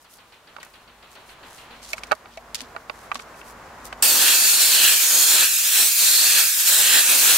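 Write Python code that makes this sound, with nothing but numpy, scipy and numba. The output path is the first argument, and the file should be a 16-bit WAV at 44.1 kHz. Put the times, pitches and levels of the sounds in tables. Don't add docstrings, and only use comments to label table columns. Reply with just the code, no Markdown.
import sys
import numpy as np
from scipy import signal
from scipy.fft import rfft, irfft
from scipy.io import wavfile
from scipy.ndimage import uniform_filter1d, map_coordinates
from numba import njit

SR = 44100
rng = np.random.default_rng(int(sys.argv[2]) if len(sys.argv) > 2 else 0)


def master_out(mix):
    frames = np.transpose(np.atleast_2d(mix))
    ceiling = np.clip(frames, -1, 1)
    pcm = np.round(ceiling * 32767).astype(np.int16)
    wavfile.write(sys.argv[1], SR, pcm)


N = 325017

# (per Hz, relative)
ROAR_SPECTRUM = [(15, -31), (25, -9.5), (64, -3), (256, -5.5), (840, 0), (1020, 1), (1650, -4.5),
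                 (1940, -7), (3720, -23), (4490, -22), (7310, -21.5), (8140, -29), (14800, -36),
                 (16000, -36)]
# time_s, level_db
YARD_LEVEL = [(0.0, -61), (0.3, -58.5), (1.3, -53.5), (2.1, -48.5), (2.16, -54), (2.5, -50), (3.06, -48),
              (3.7, -47), (4.01, -43.5)]
# pitch_hz, likeness (0-1)
YARD_LIKENESS = [(60, 0.99), (130, 1), (290, 0.94), (640, 0.89), (1410, 0.67), (3100, 0.33), (6820, 0.25),
                 (15000, 0.36)]
# (per Hz, relative)
RUSTLE_SPECTRUM = [(1500, -2), (3500, 6), (6500, 0), (11000, -2), (16500, -7.5)]
# time_s, level_db
HUM_LEVEL = [(0, -75), (.74, -72), (.93, -67), (1.45, -63), (1.68, -64), (2.06, -58), (2.2, -75),
             (2.34, -60), (3.1, -61), (4.0, -55), (4.08, -76)]
# (per Hz, relative)
CHUG_SPECTRUM = [(300, -6), (1200, -1.5), (2100, -2), (2500, -0.5), (3100, -2), (3600, -5.5), (4300, -5),
                 (5200, -29), (7000, -35)]
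# delay_s, pitch_hz, width_hz, level_db (relative to the stroke)
STROKE_TICKS = [(0.001, 4500, 350, 3), (.019, 3200, 400, 2)]
# start_s, end_s, level_db, centre_hz
RUB_EVENTS = [(0, 0.06, -59.5, 7000), (0.084, 0.188, -53.5, 7500), (0.599, 0.793, -62, 7000),
              (1.1, 1.17, -55.5, 7000), (1.252, 1.344, -56.5, 6960), (1.435, 1.663, -53.5, 6470),
              (1.74, 1.84, -62, 4000), (1.818, 1.877, -45, 5060), (1.866, 1.932, -43.5, 5600),
              (1.961, 2, -47.5, 5000), (2.305, 2.37, -56.5, 3500), (2.554, 2.607, -43.5, 3830),
              (2.615, 2.662, -53, 3300), (2.923, 3.087, -57.5, 6500), (3.145, 3.184, -46, 4500),
              (3.188, 3.237, -49.5, 5000), (3.349, 3.426, -55, 6500), (3.435, 3.536, -52, 7300),
              (3.84, 3.886, -45.5, 7000)]
# pitch_hz, level_db (relative)
FILTER_MODES = [(250, -18), (440, -8), (640, 0.5), (800, -0.5), (950, -3.5), (1180, 3.5), (1300, 0),
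                (1500, 1.5), (1900, -2), (2270, 1.5), (2600, 1), (3100, -2.5), (3800, -3), (4600, -2)]
# start_s, peak_db (before pan), centre_hz, focus_db_per_octave,
# pan_db (left minus right)
KNOCK_EVENTS = [(.5645, -27.5, 1000, 1, -8), (0.584, -30, 900, 7, -3), (.63, -29, 1880, 22, 2),
                (.665, -38, 1200, 8, -6), (1.932, -12.5, 2265, 29, -3), (1.935, -29, 640, 23, 0),
                (1.98, -23, 2210, 7, -3), (2.034, -22, 2620, 8, -3), (2.1122, -10.5, 1130, 7, -4),
                (2.118, -7, 1474, 8.5, -10), (2.119, -11, 780, 11.5, -12.5), (2.126, -15, 1000, 6, -11),
                (2.257, -30.5, 1620, 1, -1.5), (2.373, -27.5, 662, 38, 1), (2.375, -32.5, 2260, 29, -3),
                (2.615, -40, 255, 29, -.8), (2.75, -27.5, 686, 10, -3), (2.763, -20.5, 1196, 5, -6),
                (2.897, -17.5, 1105, -0.5, -8), (3.116, -12.5, 1180, 12, -6.5), (3.116, -16, 2390, 18, -1),
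                (3.15, -39, 248, 22, 1), (3.155, -21, 1258, 7, -5), (3.196, -24, 3000, 2.5, -4),
                (3.342, -39, 2600, 20, 3), (3.414, -31, 2700, 14, 6), (3.926, -21.5, 1150, 8, -3),
                (3.927, -28, 3030, 27, 0)]
# start_s, peak_db (before pan), centre_hz, pan_db (left minus right)
SCRAPE_EVENTS = [(0.5641, -40, 3510, -6), (0.604, -44, 4620, 2.5), (0.629, -29.5, 4900, 7),
                 (.648, -35, 9500, 0.1), (1.9308, -14, 4370, 0), (1.9814, -29, 3560, 4),
                 (2.0342, -23, 3800, 0), (2.0694, -34, 4400, 0.1), (2.116, -16.5, 4000, -4),
                 (2.15, -35, 4800, 1.1), (2.372, -29.5, 3300, 2.1), (2.5446, -12, 4500, 2.1),
                 (2.5527, -13.5, 4370, -4), (2.6047, -18, 3200, -1), (2.6143, -24, 4600, 5),
                 (2.7627, -36, 3400, -8), (2.898, -33, 3270, -10), (3.1156, -29, 3150, -8),
                 (3.144, -23, 4210, 0.1), (3.154, -18, 2600, 0), (3.192, -29, 3000, -3),
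                 (3.853, -23.5, 7470, -0.4), (3.927, -24, 3000, -2.1)]
# (per Hz, relative)
HISS_SPECTRUM = [(900, -35), (2000, -7.5), (4000, -1), (7000, 2.5), (11000, 1.5), (14000, 3), (15900, -2.1)]
# (per Hz, relative)
WASH_SPECTRUM = [(24, -60), (40, -27), (261, -7.5), (378, -5.5), (407, -5.5), (445, -4.5), (565, -3.5),
                 (870, -3), (1400, -3.5), (1820, -11), (3080, -120)]
# pitch_hz, width_hz (nominal), level_db (relative)
LOW_CAVITY_MODES = [(1716, 530, -3), (2627, 630, 1), (3155, 490, -5.5)]
MID_CAVITY_MODES = [(3537, 82, -2), (4234, 460, 9.5), (5280, 250, -5)]
NOZZLE_MODES = [(6420, 2000, -6.5), (7340, 880, 6.5), (8280, 560, 3.5), (8750, 250, 0.5),
                (13200, 1000, -30)]
# pitch_hz, likeness (0-1)
JET_LIKENESS = [(100, 0.07), (640, 0.1), (1400, 0.41), (3100, 0.67), (5000, 0.65), (8000, 0.47),
                (11000, 0.34), (15000, 1)]
# pitch_hz, pan_db (left minus right)
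JET_BALANCE = [(60, 0), (110, 1), (200, 0.5), (380, -1.5), (700, 0), (1290, -1), (2380, -2), (4400, -0.5),
               (8120, -0.5), (15000, 0)]
# delay_ms, drift_ms (as the hands move), level_db
HISS_ECHOES = [(.5, 0.066, -5.5), (1.3, 0.11, -6.5), (3.1, .25, -3)]
# low_fullest_s, mid_fullest_s, jet_db, then relative to jet_db
# and ahead of fixed trims wash_db, low_db, mid_db (cavities at fullest), nozzle_db
STREAM_PASSES = [(4.309, 4.22, -21.5, -11, -0.5, -4, -1, 0.99),
                 (4.88, 4.72, -21.5, -14, 0.5, -2.3, -0.1, 1.08),
                 (5.42, 5.36, -22, -12.5, 0.3, -2.5, 2.1, 1.04),
                 (5.77, 5.75, -21.5, -14, -2.1, -3, 3, 1.14),
                 (6.39, 6.21, -21.5, -17, -1, -2.2, -1.3, 1.08),
                 (6.97, 6.9, -21.5, -12.5, 0.3, -2.5, 1, 1.06),
                 (7.11, 7.12, -21.5, -11.5, -3, -9, -0.5, 1.26),
                 (7.31, 7.3, -20.5, -12.5, -2.2, -7, -1.5, 1.1)]
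# leaves_s, off_s,
# return_s (may overlap off_s where the slip is brief), wash_loss_db (negative)
RIM_SLIPS = [(4.375, 4.477, 4.4, -4.5), (4.933, 4.99, 5.1, -6.5), (5.433, 5.477, 5.7, -12),
             (5.8, 5.907, 5.94, -11), (6.407, 6.53, 6.58, -17), (7.014, 7.023, 7.045, -7),
             (7.168, 7.216, 7.17, -6)]

HUM_HZ, HUM_WAVER_DB, DRONE_HZ, DRONE_DB = 51.5, 2.2, 235, -4.5
UNDER_JET_DB = -61.5
RUSTLE_DB, RUSTLE_RISE = -61, 0.25

CHUG_COUNT, CHUG_FIRST_S, CHUG_PERIOD_S = 13, .044, .1384
CHUG_LIMP_S = .011
CHUG_DB, CHUG_SLOPE_DB_PER_S, CHUG_SCATTER_DB = 10.5, -4, 1.5
CHUG_DECAY_S, TICK_DECAY_S = 0.053, .006
CHUG_BED_DB, CHUG_BED_FADE_S = -3.5, 0.55

RUB_WIDTH = 2.05
KNOCK_T60_S, T60_PER_FOCUS_S = 0.028, 0.00058
CONTACT_MS, SOFT_HZ = 1, 900
SCRAPE_WIDTH, SCRAPE_T60_S = 2.04, 0.041

VALVE_S, VALVE_RISE_S, SPURT_DB, SPURT_S = 4.0228, .0025, 4.5, .01
PORT_LAG_MS, PORT_DRIFT_MS = .006, .011
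RETURN_DB_PER_S = 121
HISS_LOSS = 0.24
LOW_LOSS, MID_LOSS, NOZZLE_LOSS = 0.05, 1, 0.55
LOW_SWELL_DB, LOW_RISE_S, LOW_FALL_S = 7, .12, 0.056
MID_SWELL_DB, MID_RISE_S, MID_FALL_S = 3.5, 0.13, 0.16
NOZZLE_FADE_DB = -3
MID_SHARP, MID_SAG = .02, 0.052
TOP_HZ = 15750


def undb(db):
    return 10 ** (np.asarray(db) / 20)


def unit(x):
    return x / np.sqrt(np.mean(x ** 2))


def on_hz(table, hz):
    f, v = np.transpose(table)
    return np.interp(np.log(np.maximum(hz, 1)), np.log(np.maximum(f, 1)), v)


def in_time(table):
    s, level = np.transpose(table)
    return np.interp(np.arange(N) / SR, s, level)


def walk(rate):
    k = int(SR / rate)
    steps = np.repeat(rng.standard_normal(N // k + 1), k)
    return 1.567 * uniform_filter1d(uniform_filter1d(steps, k), k)[:N]


@njit
def svf(x, hz, width):
    y, band, low = np.empty(len(x)), 0., 0.
    for i in range(len(x)):
        g, k = np.tan(np.pi * hz[i] / SR), width / hz[i]
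        v = (band + g * (x[i] - low)) / (1 + g * (g + k))
        band, low, y[i] = 2 * v - band, low + 2 * g * v, k * v
    return y


def steep_band(x, hz, width):
    return np.array([svf(svf(c, hz, width), hz, width) for c in x])


def pair(alike, pan=((1, 0), (2, 0))):
    hz = np.arange(N // 2 + 1) * SR / N
    likeness = np.clip(on_hz(alike, hz), 0, 1)
    mid, side = rfft(rng.standard_normal((2, N))) * np.sqrt([1 + likeness, 1 - likeness])
    skew = undb(on_hz(pan, hz) / 2)
    return irfft([(mid + side) * skew, (mid - side) / skew], N)


def colour(x, spectrum):
    gain = undb(on_hz(spectrum, np.arange(N // 2 + 1) * SR / N))
    return unit(irfft(rfft(x) * gain, N))


def chugs():
    k = np.arange(CHUG_COUNT)
    starts = CHUG_FIRST_S + CHUG_PERIOD_S * k + CHUG_LIMP_S * (k % 4 == 3)
    t = np.arange(N) / SR
    scatter = CHUG_SCATTER_DB * rng.standard_normal(CHUG_COUNT)
    size = undb(CHUG_DB + CHUG_SLOPE_DB_PER_S * starts + scatter)

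    def strokes(after_s, decay_s):
        since = np.maximum(t - starts[:, None] - after_s, 0)
        return size @ ((1 - np.exp(-since / 0.003)) * np.exp(-since / decay_s))

    bed_fade = np.exp(-np.maximum(t - starts[-1], 0) / CHUG_BED_FADE_S)
    bed = undb(CHUG_BED_DB) * np.minimum(t / starts[-1], 1) * bed_fade
    out = (strokes(0, CHUG_DECAY_S) + bed) * colour(pair(YARD_LIKENESS), CHUG_SPECTRUM)
    for after_s, hz, width, db in STROKE_TICKS:
        tone = np.array([svf(c, np.full(N, hz * 1.), width * 1.) for c in pair(YARD_LIKENESS)])
        out += undb(db) * strokes(after_s, TICK_DECAY_S) * unit(tone)
    return out


def hum():
    t = np.arange(N) / SR
    low = np.sin(2 * np.pi * HUM_HZ * t + 0.5 * walk(3.05))
    drone = undb(DRONE_DB) * np.sin(2 * np.pi * DRONE_HZ * t + 1.3 * walk(9.2))
    return unit(low + drone) * undb(in_time(HUM_LEVEL) + HUM_WAVER_DB * walk(6.6))


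def rustle(risen_db):
    level = undb(RUSTLE_DB + RUSTLE_RISE * risen_db + 1.05 * walk(40.5))
    return colour(pair(YARD_LIKENESS), RUSTLE_SPECTRUM) * level


def yard():
    level_db = in_time(YARD_LEVEL)
    before_jet = uniform_filter1d((np.arange(N) / SR < VALVE_S) * 1., size=400)
    roar = colour(pair(YARD_LIKENESS), ROAR_SPECTRUM) * undb(3.0 + 1.16 * walk(13))
    level = before_jet * undb(level_db) + (1 - before_jet) * undb(UNDER_JET_DB)
    return (roar + chugs()) * level + before_jet * rustle(level_db - level_db[0]) + hum()


def rubs():
    out = np.zeros((2, N))
    for start, end, db, hz in RUB_EVENTS:
        i, n = int(start * SR), int((end - start) * SR)
        grains = undb(3.5 * np.repeat(rng.standard_normal(n // 100 + 1), 100)[:n])
        noise = rng.standard_normal((3, n))
        noise = (0.57 * noise[0] + noise[1:]) * grains * np.hanning(n) ** 0.31
        width = RUB_WIDTH * hz / 6000 * hz
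        out[:, i:i + n] += undb(db) * unit(steep_band(noise, np.full(n, hz * 1.), width))
    return out


def add(out, s, burst, db, pan_db):
    i = int(s * SR)
    gain = undb(db + np.array([[pan_db], [-pan_db]]) / 2)
    out[:, i:i + burst.shape[1]] += burst / np.abs(burst).max() * gain


def scrapes():
    out, t = np.zeros((2, N)), np.arange(SR // 4) / SR
    snap = 1 + 1.6 * np.exp(-t / 0.00085)
    fade = np.exp(-np.log(1000) * t / SCRAPE_T60_S) * np.minimum(t / 0.00026, 1)
    for s, db, hz, pan_db in SCRAPE_EVENTS:
        grit = rng.standard_normal((3, len(t)))
        grit = (grit[0] + 2.2 * grit[1:]) * snap * fade
        width = SCRAPE_WIDTH * hz * min(hz / 4500, 1.1)
        add(out, s + 0.000923, steep_band(grit, np.full(len(t), hz * 1.), width), db, pan_db)
    return out


def knocks():
    out, t = np.zeros((2, N)), np.arange(SR // 4) / SR
    mode_hz, mode_db = np.transpose(FILTER_MODES)
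    for s, db, hz, focus_db, pan_db in KNOCK_EVENTS:
        t60 = KNOCK_T60_S + T60_PER_FOCUS_S * focus_db
        contact_ms = CONTACT_MS * max(SOFT_HZ / hz, 1) ** 2.2
        chance = rng.standard_normal((4, len(mode_hz)))
        f = mode_hz * (1 + 0.029 * chance[1])
        f[np.argmin(np.abs(f - hz))] = hz
        share = undb(mode_db + 1.5 * chance[0] - focus_db * np.abs(np.log2(f / hz)))
        decay = np.exp(-np.log(1000) * np.outer((f / 1000) ** .5, t) / t60)
        fade = decay * np.minimum(t * 1000 / contact_ms, 1)
        turn = 2 * np.pi * np.outer(f, t)
        burst = np.array([share @ (fade * np.sin(turn + 0.93 * c[:, None])) for c in chance[2:]])
        add(out, s, burst, db, pan_db)
    return out


def echoes(x):
    out = x.copy()
    for ms, drift_ms, db in HISS_ECHOES:
        shared = walk(8)
        for c in range(2):
            lag = (ms + drift_ms * (shared + .4 * walk(8))) * SR / 1000
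            out[c] += undb(db) * np.interp(np.arange(N) - lag, np.arange(N), x[c])
    return unit(out)


def late(x, ms):
    return map_coordinates(x, [np.arange(N) - ms * SR / 1000], order=3)


def ring(x, modes, pull, drift, flicker_db):
    out = 0
    for f, width, db in modes:
        hz = f * (pull + drift * walk(6))
        band = steep_band(x, hz, 1.29 * width)
        out = out + undb(db + flicker_db * walk(14)) * unit(band)
    return unit(out)


def swell(fullest, rise_s, fall_s):
    away = np.arange(N) / SR - fullest[:, None]
    return np.exp(-(away / np.where(away < 0, rise_s, fall_s)) ** 2).max(axis=0)


def smooth(x):
    return uniform_filter1d(x, size=2500)


def passes():
    t = np.arange(N) / SR
    low_s, mid_s, *levels = np.transpose(STREAM_PASSES)
    leaves, off, back, _ = np.transpose(RIM_SLIPS)
    lost = sum(np.interp(t, [a, b, c, c - db / RETURN_DB_PER_S], [0, db, db, 0])
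               for a, b, c, db in RIM_SLIPS)
    now = np.searchsorted((off + back) / 2, t)
    begun, ends = np.append(VALVE_S, back)[now], np.append(leaves, N / SR)[now]
    on_rim = t < np.append(off, N / SR)[now]
    progress = smooth(np.clip((t - begun) / (ends - begun), 0, 1) * on_rim)
    swells = swell(low_s, LOW_RISE_S, LOW_FALL_S), swell(mid_s, MID_RISE_S, MID_FALL_S)
    return uniform_filter1d(lost, size=900), progress, swells, [smooth(x[now]) for x in levels]


def valve():
    t = np.maximum(np.arange(N) / SR - VALVE_S, 0)
    return np.minimum(t / VALVE_RISE_S, 1) * undb(SPURT_DB * np.exp(-t / SPURT_S))


def jet():
    lost, progress, (low_swell, mid_swell), levels = passes()
    jet_db, wash_db, low_db, mid_db, nozzle_db, nozzle_end = levels
    low_db = low_db + LOW_LOSS * lost - LOW_SWELL_DB * (1 - low_swell)
    mid_db = mid_db + MID_LOSS * lost - MID_SWELL_DB * (1 - mid_swell)
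    nozzle_db = nozzle_db + NOZZLE_LOSS * lost + NOZZLE_FADE_DB * progress
    mid_pull = 1 + MID_SHARP - MID_SAG * low_swell
    nozzle_pull = 1 + (nozzle_end - 1) * np.abs(progress) ** 1.73

    sound = undb(6.5) * echoes(colour(pair(JET_LIKENESS, JET_BALANCE), HISS_SPECTRUM))
    wash = colour(pair(JET_LIKENESS, JET_BALANCE), WASH_SPECTRUM)
    wash = undb(wash_db + (1 - HISS_LOSS) * lost + 1.15 * walk(22)) * wash
    for modes, db, pull in ((LOW_CAVITY_MODES, low_db, 1),
                            (MID_CAVITY_MODES, mid_db, mid_pull),
                            (NOZZLE_MODES, nozzle_db, nozzle_pull)):
        sound += undb(db + 1.0) * ring(pair(JET_LIKENESS, JET_BALANCE), modes, pull, 0.026, 0.74)
    sound[0] = late(sound[0], PORT_LAG_MS + PORT_DRIFT_MS * walk(6))
    sputter_db = 0.55 * walk(60)
    return (sound + wash) * valve() * undb(jet_db + HISS_LOSS * lost + sputter_db)


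def scene():
    return yard() + rubs() + scrapes() + knocks() + jet()


def record(dry):
    low_pass = signal.ellip(14, .2, 95, TOP_HZ, fs=SR, output="sos")
    return signal.sosfilt(low_pass, np.clip(dry, -1, 1))


dry = scene()
out = record(dry)
master_out(out)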